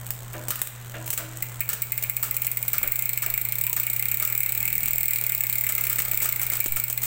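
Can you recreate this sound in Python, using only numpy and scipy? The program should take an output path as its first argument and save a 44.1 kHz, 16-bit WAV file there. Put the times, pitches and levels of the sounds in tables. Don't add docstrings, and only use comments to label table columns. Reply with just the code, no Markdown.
import sys
import numpy as np
from scipy import signal
from scipy.fft import rfft, irfft
from scipy.io import wavfile
from scipy.ndimage import uniform_filter1d

SR = 44100
rng = np.random.default_rng(int(sys.argv[2]) if len(sys.argv) > 2 else 0)


def generate_wav(signal):
    frames = np.transpose(np.atleast_2d(signal))
    scaled = np.clip(frames, -1, 1) * 32767
    pcm = np.round(scaled).astype(np.int16)
    wavfile.write(sys.argv[1], SR, pcm)


N = 311341
T = np.arange(N) / SR

# frequency in Hz, relative density in dB.
AIR_SPECTRUM = [(20, 0.5), (60, -15), (100, -3), (160, -2.5), (300, -12), (700, -10), (2000, -12.5),
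                (6000, -46.5), (15000, -22.5)]
WHIRR_SPECTRUM = [(150, -33.5), (350, 3.5), (650, 4), (1000, 1.5), (1500, 2), (2300, -7), (3200, 0.5),
                  (5300, -7), (7800, 6), (10500, -10), (15000, -1.5)]
THUD_SPECTRUM = [(100, -27), (250, -4), (600, 2.5), (900, -2), (1800, 2.5), (2800, -2.5), (4500, -18),
                 (15000, -61)]
CLACK_SPECTRUM = [(150, -5), (400, -14.5), (650, -18), (950, -18), (1300, 4), (1750, -3), (3000, -9),
                  (6000, -8.5), (15000, -45)]
LINK_SPECTRUM = [(200, -14), (1400, -12), (2400, -9), (5200, -16), (6800, -7), (8000, 0.5), (10000, -11),
                 (12500, -5.5), (15000, 2.5)]
PAWL_SPECTRUM = [(9000, -45), (12500, -24), (13500, -11), (14150, -6), (14550, 0), (15100, -2), (15700, -2),
                 (16200, -12)]
RATCHET_SPECTRUM = [(300, -32), (1500, -21), (3200, -14), (4050, -7), (5100, -15), (6700, -12), (7350, 0),
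                    (7800, 8.5), (8250, 3), (9000, -3.5), (11000, -6), (11700, -0.5), (12400, -11),
                    (15000, -39)]
SHELL_SPECTRUM = [(800, -39), (1700, -12), (1980, -12.5), (2120, 2), (2350, 0.5), (2550, -7), (2800, -11),
                  (3500, -33.5), (8000, -41)]
# frequency in Hz, relative level in dB, T60 in seconds.
FRAME_MODES = [(248, -9, 0.26), (325.4, 1, 0.64), (342, -10, 0.25), (514.5, -2, 0.34), (600.4, 8, 0.11),
               (643, 4, 0.15), (684, -2.5, 0.28), (877, -11.5, 0.17), (975, -2.5, 0.23)]
CAGE_MODES = [(678, -6.5, 0.16), (743, -15, 0.082), (1225, -0.5, 0.031), (1234, 0, 0.15), (1530, -7, 0.074),
              (1775, 3, 0.084)]
# centre in seconds, half width in seconds, drum rise in dB, floor rise in dB.
WOBBLES = [(2.832, 0.078, 15, 16.5), (4.77, 0.25, 17, 11), (5.3, 0.21, 9, 4), (6.12, 0.47, 6, 8)]
# start in seconds, tap level in dB, swell level in dB.
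THUMPS = [(2.815, -37, -34), (3.257, -58, -39), (6.6598, -26, -22.5)]
# start in seconds, length in seconds, pitch in Hz, level in dB.
SQUEAKS = [(3.635, 0.14, 1000, -46)]
# time in seconds, relative level in dB.
WHIRR_LEVELS = [(0, -52.5), (1.5, -50), (2.8, -47), (3.5, -51), (4.5, -46.5), (4.85, -45), (5.2, -45.5),
                (6.25, -45.5), (7.0, -50)]
# start in seconds, relative level in dB, ring offset in dB, ring pitch ratio.
SHIFTER_KNOCKS = [(0.334, -40.5, 1, 1), (0.939, -39, -2, 1), (1.185, -38.5, -2, 1), (1.70, -49, -4, 0.89),
                  (2.24, -50, 1, 0.85), (2.829, -32.5, -17, 1), (3.261, -41, -5.5, 1.15),
                  (4.204, -43, -4.5, 0.91)]
# start in seconds, relative level in dB, rattle offset in dB.
CHAIN_DROPS = [(0.5055, -27.5, -10), (1.1794, -32, -2), (1.691, -27.5, -2), (2.2314, -32, 4),
               (2.7335, -27.5, -1), (3.232, -33.5, -3), (3.7676, -30.5, 1), (4.2221, -31, 0.5),
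               (5.6918, -33.5, 1), (5.779, -37.5, 3.5), (5.9046, -34.5, 2), (5.9835, -32, 3.5),
               (6.1317, -37.5, 3), (6.2166, -37, 10.5), (6.253, -30.5, 1), (6.4198, -38.5, 3),
               (6.52, -34, 3.5), (6.554, -41, -15), (6.7655, -35.5, 5.5), (7.034, -35.5, 8)]
# start in seconds, relative level in dB, contact time in seconds.
LINK_CATCHES = [(0.066, -34, .0009), (0.1057, -21.5, 0.00091), (0.332, -33.5, 0.0013), (0.4835, -25, .001),
                (0.5053, -13, 0.0026), (0.5567, -21.5, 0.0011), (0.592, -29, 0.0015), (0.6165, -9.5, 0.001),
                (0.672, -21, .001), (1.062, -30, 0.0024), (1.0778, -29.5, .001), (1.104, -14, 0.0012),
                (1.129, -15.5, 0.0066), (1.1765, -17, .0014), (1.372, -33.5, 0.00056),
                (1.731, -17.5, 0.0033), (2.024, -21, 0.0057), (2.3434, -23.5, 0.0019),
                (2.4469, -22.5, 0.0025), (3.226, -19.5, 0.0035), (3.729, -16, 0.0016), (4.877, -20, 0.0021),
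                (5.69, -14, 0.0019), (5.851, -22.5, 0.0036), (6.001, -17, 0.0022), (6.134, -20.5, 0.001),
                (6.2208, -19, 0.0031), (6.2442, -19.5, .002), (6.4153, -17, 0.003), (6.5168, -24, 0.0041),
                (6.5525, -21, 0.0025), (6.6598, -13.5, 0.0014), (6.899, -16.5, 0.0021),
                (7.018, -23, 0.0023)]
# start in seconds, relative force in dB, shell ring offset in dB.
FIRST_TICKS = [(1.4236, -6, 3.5), (1.6053, -2, 5.5), (1.6897, 1, -8), (1.8197, 1, -1.5),
               (1.9203, -2.5, 1.5), (1.9772, -3.5, 2.5), (2.036, -5.5, 4.5), (2.0964, 0, 2.5),
               (2.166, -1, -1), (2.2266, -2, -5)]
# time in seconds, rate in ratchet teeth per second.
SLIP_RATES = [(2.31, 16.98), (2.49, 21.67), (2.55, 17.11), (2.89, 22.15), (3.0, 32.01), (3.19, 20.95),
              (3.27, 25.96), (3.49, 27.49), (3.62, 37.83), (3.75, 28.12), (4.17, 35.43), (4.27, 41.39),
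              (4.49, 32.81), (4.66, 41.62), (4.76, 37.71), (4.97, 40.98), (5.38, 35.03), (5.46, 31.58),
              (5.55, 36.55), (6.1, 31.58), (6.23, 37.0), (6.31, 27.76), (6.58, 29.56), (6.64, 24.42),
              (6.79, 26.3), (7.06, 15.92)]
# time in seconds, relative force in dB.
PAWL_FORCES = [(2.3, -2), (2.55, -1), (2.8, 4.5), (3.1, -2.5), (3.55, -4.5), (3.8, -2.5), (4.7, -1.5),
               (4.93, -1), (5.5, 0), (5.65, -1.5), (7.0, -2)]


def undb(db):
    return 10 ** (np.asarray(db) / 20)


def unit(x):
    return x / np.sqrt(np.mean(x ** 2))


def unit_hit(x):
    return x / np.sqrt(np.sum(x ** 2) / (SR / 100))


def clock(length_s):
    return np.arange(int(length_s * SR)) / SR


def add(track, start_s, sound):
    i = int(np.clip(start_s * SR, 0, N - 1))
    track[i:i + len(sound)] += sound[:N - i]


def convolve(x, response):
    return signal.fftconvolve(x, response)[:len(x)]


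def butter(x, kind, cutoff_hz, order=2):
    return signal.sosfilt(signal.butter(order, cutoff_hz, kind, fs=SR, output="sos"), x)


def noise_band(low_hz, high_hz):
    return unit(butter(rng.standard_normal(N), "bandpass", [low_hz, high_hz], order=3))


def body(spectrum, size=2048):
    hz, db = np.transpose(spectrum)
    bins_hz = np.arange(size // 2 + 1) * SR / size
    gain_db = np.interp(np.log(bins_hz + 1), np.log(hz), db)
    cepstrum = irfft(np.log(undb(gain_db)))
    cepstrum[1:size // 2] *= 2
    cepstrum[size // 2 + 1:] = 0
    response = irfft(np.exp(rfft(cepstrum)))
    return response / np.linalg.norm(response)


def ring(modes, t, detune):
    out = 0
    for hz, db, t60_s in modes:
        envelope = undb(db + 2 * rng.standard_normal()) * np.exp(-np.log(1000) * t / t60_s)
        pitch_hz = hz * (1 + detune * rng.standard_normal())
        out = out + envelope * np.sin(2 * np.pi * pitch_hz * t)
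    return out


def chatter(t, rise_s, decay_s, grain_db):
    grains = np.repeat(rng.standard_normal(len(t) // 20 + 1), 20)[:len(t)]
    envelope = (1 - np.exp(-t / rise_s)) * np.exp(-t / decay_s)
    return rng.standard_normal(len(t)) * undb(grain_db * grains) * envelope


def room(x, split_hz=4500):
    t = clock(0.5)
    tail = 0
    for kind, t60_s, db in (("lowpass", 0.81, -6), ("highpass", 0.28, -7.5)):
        envelope = np.exp(-np.log(1000) * t / t60_s) * (1 - np.exp(-t / 0.00062))
        echoes = rng.standard_normal(len(t)) * envelope
        tail = tail + undb(db) * butter(echoes / np.linalg.norm(echoes), kind, split_hz)
    return x + convolve(x, tail)


def limiter(x, threshold_db=-18, slope=0.7, release_s=0.15):
    level_db = 10 * np.log10(np.abs(uniform_filter1d(x ** 2, size=132)) + 1e-12)
    over_db = np.maximum(level_db - threshold_db, 0)
    release = np.exp(-T / release_s)
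    held_db = np.maximum.accumulate(over_db / release) * release
    return x * undb(-slope * uniform_filter1d(held_db, size=176))


def hum_and_air(hum_hz=120, hum_db=-38, air_db=-46.5):
    hum = np.sqrt(2) * np.sin(2 * np.pi * hum_hz * T)
    waver_db = 0.5 * noise_band(low_hz=1.7, high_hz=7.8)
    air = convolve(rng.standard_normal(N), body(AIR_SPECTRUM, size=8192))
    return undb(hum_db + waver_db) * hum + undb(air_db) * air


def stand_rumble(drum_db=-61, floor_db=-52.5):
    for centre_s, half_s, drum_rise_db, floor_rise_db in WOBBLES:
        rocking = np.exp(-((T - centre_s) / half_s) ** 2)
        drum_db = drum_db + drum_rise_db * rocking
        floor_db = floor_db + floor_rise_db * rocking
    drum = undb(drum_db) * noise_band(low_hz=114, high_hz=233)
    floor = undb(floor_db) * noise_band(low_hz=22, high_hz=78)
    return drum + floor


def low_thumps(tap_band_hz=(230, 1100)):
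    out = np.zeros(N)
    t = clock(0.14)
    swell = np.sin(np.pi * t / t[-1]) ** 2
    for start_s, tap_db, swell_db in THUMPS:
        tap = butter(chatter(t, rise_s=0.0001, decay_s=0.0019, grain_db=-1), "bandpass", tap_band_hz)
        add(out, start_s, undb(tap_db) * unit_hit(tap) + undb(swell_db) * swell)
    return out


def jockey_squeak(waver=0.0071):
    out = np.zeros(N)
    for start_s, length_s, hz, db in SQUEAKS:
        t = clock(length_s)
        drift = unit(uniform_filter1d(rng.standard_normal(N), size=400))[:len(t)]
        pitch_hz = hz * (1 + waver * drift)
        tone = np.sqrt(2) * np.sin(2 * np.pi * np.cumsum(pitch_hz) / SR)
        add(out, start_s, undb(db) * np.sin(np.pi * t / length_s) * tone)
    return out


def chain_whirr(link_hz=68, jitter_links=0.25, scatter_db=2.5):
    seats = np.zeros(N)
    t = clock(0.008)
    for link, (late, size) in enumerate(rng.standard_normal((700, 2))):
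        seat = chatter(t, rise_s=0.000068, decay_s=0.0021, grain_db=-1.5)
        add(seats, (link + jitter_links * late) / link_hz, undb(scatter_db * np.tanh(size)) * seat)
    friction = unit(rng.standard_normal(N) + 1.14 * unit(seats))
    rub = undb(4.5) * convolve(friction, body(WHIRR_SPECTRUM))
    rollers = undb(6.5) * convolve(unit(seats), body(LINK_SPECTRUM))
    level_db = np.interp(T, *np.transpose(WHIRR_LEVELS))
    return undb(level_db) * (rub + rollers)


def shifter():
    thuds, rings = np.zeros((2, N))
    t = clock(0.7)
    for start_s, db, ring_db, pitch_ratio in SHIFTER_KNOCKS:
        thud = chatter(t, rise_s=0.0035, decay_s=0.025, grain_db=-1)
        add(thuds, start_s, undb(db) * unit_hit(thud))
        modes = [(hz * pitch_ratio, mode_db, t60_s) for hz, mode_db, t60_s in FRAME_MODES]
        shake = chatter(t, rise_s=0.005, decay_s=0.066, grain_db=5)
        frame = convolve(shake, ring(modes, t, detune=0.019))
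        add(rings, start_s, undb(db + ring_db) * unit_hit(frame))
    return undb(7) * convolve(thuds, body(THUD_SPECTRUM)) + undb(7.5) * rings


def chain_drops():
    clacks, cage, rattles = np.zeros((3, N))
    t = clock(0.25)
    for start_s, db, rattle_db in CHAIN_DROPS:
        clack = chatter(t, rise_s=0.000067, decay_s=0.04, grain_db=4)
        add(clacks, start_s, undb(db) * unit_hit(clack))
        add(cage, start_s, undb(db) * unit_hit(ring(CAGE_MODES, t, detune=0.021)))
        rattle = chatter(t, rise_s=0.00048, decay_s=0.021, grain_db=7)
        add(rattles, start_s, undb(db + rattle_db) * unit_hit(rattle))
    clacks = convolve(clacks, body(CLACK_SPECTRUM))
    rattles = convolve(rattles, body(LINK_SPECTRUM))
    return undb(2) * clacks + undb(-4) * cage + undb(14.5) * rattles


def link_clicks(clean_contact_s=0.0019):
    out, plate = np.zeros(N), body(LINK_SPECTRUM)
    t = clock(0.05)
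    for start_s, db, contact_s in LINK_CATCHES:
        snap = unit_hit(chatter(t, rise_s=0.0002, decay_s=contact_s, grain_db=3))
        settle = unit_hit(chatter(t, rise_s=0.0026, decay_s=0.007, grain_db=-2.5))
        settle_gain = undb(-0.5) * min(contact_s / clean_contact_s, 1)
        add(out, start_s, undb(db) * unit_hit(convolve(snap + settle_gain * settle, plate)))
    return undb(3) * out


def slip_ticks(force_scatter_db=2.05, ring_scatter_db=2.5, ring_db_per_hz=0.06):
    slip_s = T[T >= SLIP_RATES[0][0]]
    teeth = np.cumsum(np.interp(slip_s, *np.transpose(SLIP_RATES))) / SR
    starts_s = np.interp(np.arange(int(teeth[-1]) + 1), teeth, slip_s)
    force_spread, ring_spread = rng.standard_normal((len(starts_s), 2)).T
    force_db = np.interp(starts_s, *np.transpose(PAWL_FORCES)) + force_scatter_db * force_spread
    rate_hz = np.interp(starts_s, *np.transpose(SLIP_RATES))
    ring_db = ring_db_per_hz * (rate_hz - rate_hz.mean()) + ring_scatter_db * ring_spread
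    return list(zip(starts_s, force_db, ring_db))


def freehub(snap_scatter_db=0.9):
    pings, snaps, rings = np.zeros((3, N))
    pawl, ratchet, shell = body(PAWL_SPECTRUM), body(RATCHET_SPECTRUM), body(SHELL_SPECTRUM)
    t = clock(0.05)
    samples = np.arange(len(shell))
    for start_s, force_db, ring_db in list(FIRST_TICKS) + slip_ticks():
        snap_db = force_db + snap_scatter_db * rng.standard_normal()
        stretch = np.exp(0.5 * np.tanh(rng.standard_normal()))
        contact = unit_hit(chatter(t, rise_s=0.0003 * stretch, decay_s=0.0018 * stretch, grain_db=3))
        bounces = unit_hit(chatter(t, rise_s=0.002, decay_s=0.005, grain_db=7.5))
        add(pings, start_s, undb(force_db) * unit_hit(convolve(contact + undb(-9) * bounces, pawl)))
        add(snaps, start_s, undb(snap_db) * unit_hit(convolve(contact + undb(-0.5) * bounces, ratchet)))
        pitch_ratio = 1 + 0.038 * np.tanh(rng.standard_normal())
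        spot = np.interp(samples * pitch_ratio, samples, shell)
        strike = chatter(t, rise_s=0.0002, decay_s=0.012, grain_db=2.5)
        add(rings, start_s, undb(force_db + ring_db) * unit_hit(convolve(strike, spot)))
    return undb(-14) * pings + undb(-25.5) * snaps + undb(-29) * rings


def scene():
    bicycle = freehub() + link_clicks() + chain_drops() + shifter() + chain_whirr() + jockey_squeak()
    return (room(bicycle) + stand_rumble() + low_thumps() + hum_and_air())[None]


def record(dry):
    cutoff_hz = 15800
    lowpass = signal.ellip(10, 0.2, 70, cutoff_hz, fs=SR, output="sos")
    return signal.sosfilt(lowpass, limiter(dry[0]))[None]


dry = scene()
out = record(dry)
generate_wav(out)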